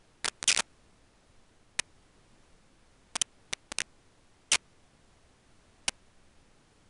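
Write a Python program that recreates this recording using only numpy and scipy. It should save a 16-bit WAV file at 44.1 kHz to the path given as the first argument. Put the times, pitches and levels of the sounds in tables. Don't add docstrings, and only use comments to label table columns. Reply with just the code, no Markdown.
import sys
import numpy as np
from scipy import signal
from scipy.fft import rfft, irfft
from scipy.io import wavfile
from scipy.ndimage import uniform_filter1d

SR = 44100
rng = np.random.default_rng(int(sys.argv[2]) if len(sys.argv) > 2 else 0)


def dump_mix(stems):
    frames = np.atleast_2d(stems).T
    limited = np.clip(frames, -1, 1)
    pcm = np.round(limited * 32767).astype(np.int16)
    wavfile.write(sys.argv[1], SR, pcm)


N = 303849

# (frequency [Hz], relative level [dB])
HISS_SPECTRUM = [(20, 2.5), (35, -7.5), (60, -6.5), (140, -10.5), (300, -13.5), (640, -18), (1130, -21),
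                 (2700, -25.5), (5000, -29), (9700, -32.5), (10400, -32.5), (10900, -62)]
# (frequency [Hz], relative level [dB])
SIZZLE_SPECTRUM = [(100, -11.5), (1000, -3), (1800, -3), (2600, 0.5), (3600, -6), (7000, -7), (10000, -9),
                   (11000, -20.5)]
# (frequency [Hz], relative level [dB])
TAIL_SPECTRUM = [(100, 0), (800, -2.5), (1800, 1.5), (2600, 2), (3300, -10.5), (6000, -24.5), (11000, -35)]
# (time [s], length [ms], level [dB])
LONE_SIZZLES = [(0.293, 4.4, -50), (0.5353, 8, -50.5), (0.557, 15, -51.5), (0.5823, 4.2, -46.5),
                (0.62, 4.6, -56), (4.563, 8.3, -54.5)]
# (frequency [Hz], gain [dB])
LINE_RESPONSE = [(20, -1.5), (1000, -4), (2000, -5), (4000, -8.5), (6000, -9), (8000, -10), (9700, -9.5),
                 (10400, -14.5), (11000, -31)]
TICK_TIMES = [0.4407, 1.7995, 3.1552, 3.5286, 3.7187, 3.7222, 4.5597, 5.8895, 5.8933]
# (time [s], length [ms], nominal rate of down-up cycles [Hz])
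RUNS = [(0.2455, 1.02, 2010), (0.2537, 0.29, 1700), (0.2576, 3.03, 1500), (0.279, 2.02, 1010),
        (0.2839, 1.57, 1700), (0.4283, 0.47, 2170), (0.477, 9.1, 3220), (0.4886, 12.7, 2632),
        (0.5029, 5.6, 1680), (0.5156, 3.74, 2600), (0.5254, 2.85, 2600), (0.547, 1.0, 2550),
        (0.5639, 0.6, 2420), (0.5743, 3.4, 2363), (0.5894, 1.8, 848), (0.594, 12.3, 1021),
        (1.7913, 1.0, 2060), (1.7947, 3.86, 2410), (3.157, 0.08, 3000), (3.1596, 1.6, 950),
        (3.1654, 0.43, 3400), (3.2149, 6.4, 3130), (3.5337, 1.71, 2450), (3.785, 1.9, 2610),
        (3.8044, 1.27, 2100), (3.8179, 0.33, 2700), (4.5174, 8.3, 2876), (4.529, 10.05, 2194),
        (4.5433, 3.5, 2212), (4.5499, 7.2, 1700), (5.8808, 7.4, 2047)]


def undb(db):
    return 10 ** (np.asarray(db) / 20)


def colour(x, points):
    hz, db = np.transpose(points)
    bins = np.maximum(np.arange(N // 2 + 1) * SR / N, 1)
    return irfft(rfft(x) * undb(np.interp(np.log(bins), np.log(hz), db)), N)


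def noise(spectrum):
    x = colour(rng.standard_normal(N), spectrum)
    return x / np.std(x)


def drift(rate_hz):
    hold = int(SR / rate_hz)
    steps = np.repeat(rng.standard_normal(N // hold + 1), hold)
    smooth = uniform_filter1d(uniform_filter1d(steps, hold), hold)[:N]
    return smooth / np.std(smooth)


def gate(start, length_ms, rise_ms, fall_ms):
    t_ms = 1000 * (np.arange(N) / SR - start)
    time_constants = np.maximum(-t_ms / rise_ms, (t_ms - length_ms) / fall_ms)
    return np.exp(-np.clip(time_constants, 0, 20))


def impulses(times, heights, half_width=8):
    index = (times * SR).astype(int)[:, None] + np.arange(1 - half_width, half_width + 1)
    offset = index - times[:, None] * SR
    shape = np.sinc(offset) * np.sinc(offset / half_width)
    return np.bincount(index.ravel(), (heights[:, None] * shape).ravel(), N)[:N]


def hiss(level_db=-61.5, waver_db=-0.43):
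    return noise(HISS_SPECTRUM) * undb(level_db + waver_db * drift(rate_hz=5))


def sizzle(around_db=-46, tail_db=-57):
    spans = [(start, ms) for start, ms, _ in RUNS if ms > 1]
    around = np.max([gate(start, ms, rise_ms=1.2, fall_ms=3) for start, ms in spans], axis=0)
    alone = sum(undb(db) * gate(start, ms, rise_ms=0.4, fall_ms=0.9) for start, ms, db in LONE_SIZZLES)
    tail = np.max([gate(start, ms, rise_ms=0.55, fall_ms=18) for start, ms in spans], axis=0)
    frying = (undb(around_db) * around + alone) * noise(SIZZLE_SPECTRUM)
    return frying + undb(tail_db) * tail * noise(TAIL_SPECTRUM)


def spike_run(start, length_ms, hz, ragged_hz=1150, steady_hz=3000, natural_hz=2550, max_spikes=256):
    count = int(np.clip(round(2 * hz * (length_ms / 1000)) + 1, 2, max_spikes))
    down = np.arange(count) % 2 == 0
    jitter = np.interp(hz, [ragged_hz, steady_hz], [0.45, 0.089])
    down_share = np.interp(hz, [ragged_hz, steady_hz], [0.38, 0.22])
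    stumble = np.clip(rng.standard_t(3, max_spikes)[:count - 1], -5, 5)
    stall, unevenness = rng.standard_normal((max_spikes, 2))[:count].T
    slowing = 0.03 * np.linspace(0, 1, count - 1)
    waits = np.where(down[:-1], down_share, 1 - down_share) * np.exp(jitter * stumble + slowing)
    spare = max(natural_hz / hz - 1, 0) * waits.sum()
    pause_weights = waits ** 2 * np.exp(2.2 * stall[:-1])
    waits = waits + spare * pause_weights / pause_weights.sum()
    progress = np.append(0, np.cumsum(waits)) / waits.sum()
    heights = np.where(down, -undb(0.5), undb(0.48)) * undb(0.5 * unevenness)
    return start + length_ms / 1000 * progress, heights


def crackle(tick_db=0.75):
    times, heights = np.hstack([spike_run(*run) for run in RUNS])
    ticks = impulses(np.array(TICK_TIMES), np.full(len(TICK_TIMES), -undb(tick_db)))
    return colour(impulses(times, heights) + ticks, LINE_RESPONSE)


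def scene():
    return (crackle() + sizzle() + hiss())[None]


def record(dry):
    low_pass = signal.firwin(63, cutoff=11289, fs=SR)
    return signal.fftconvolve(dry, low_pass[None], mode="same")


dry = scene()
out = record(dry)
dump_mix(out)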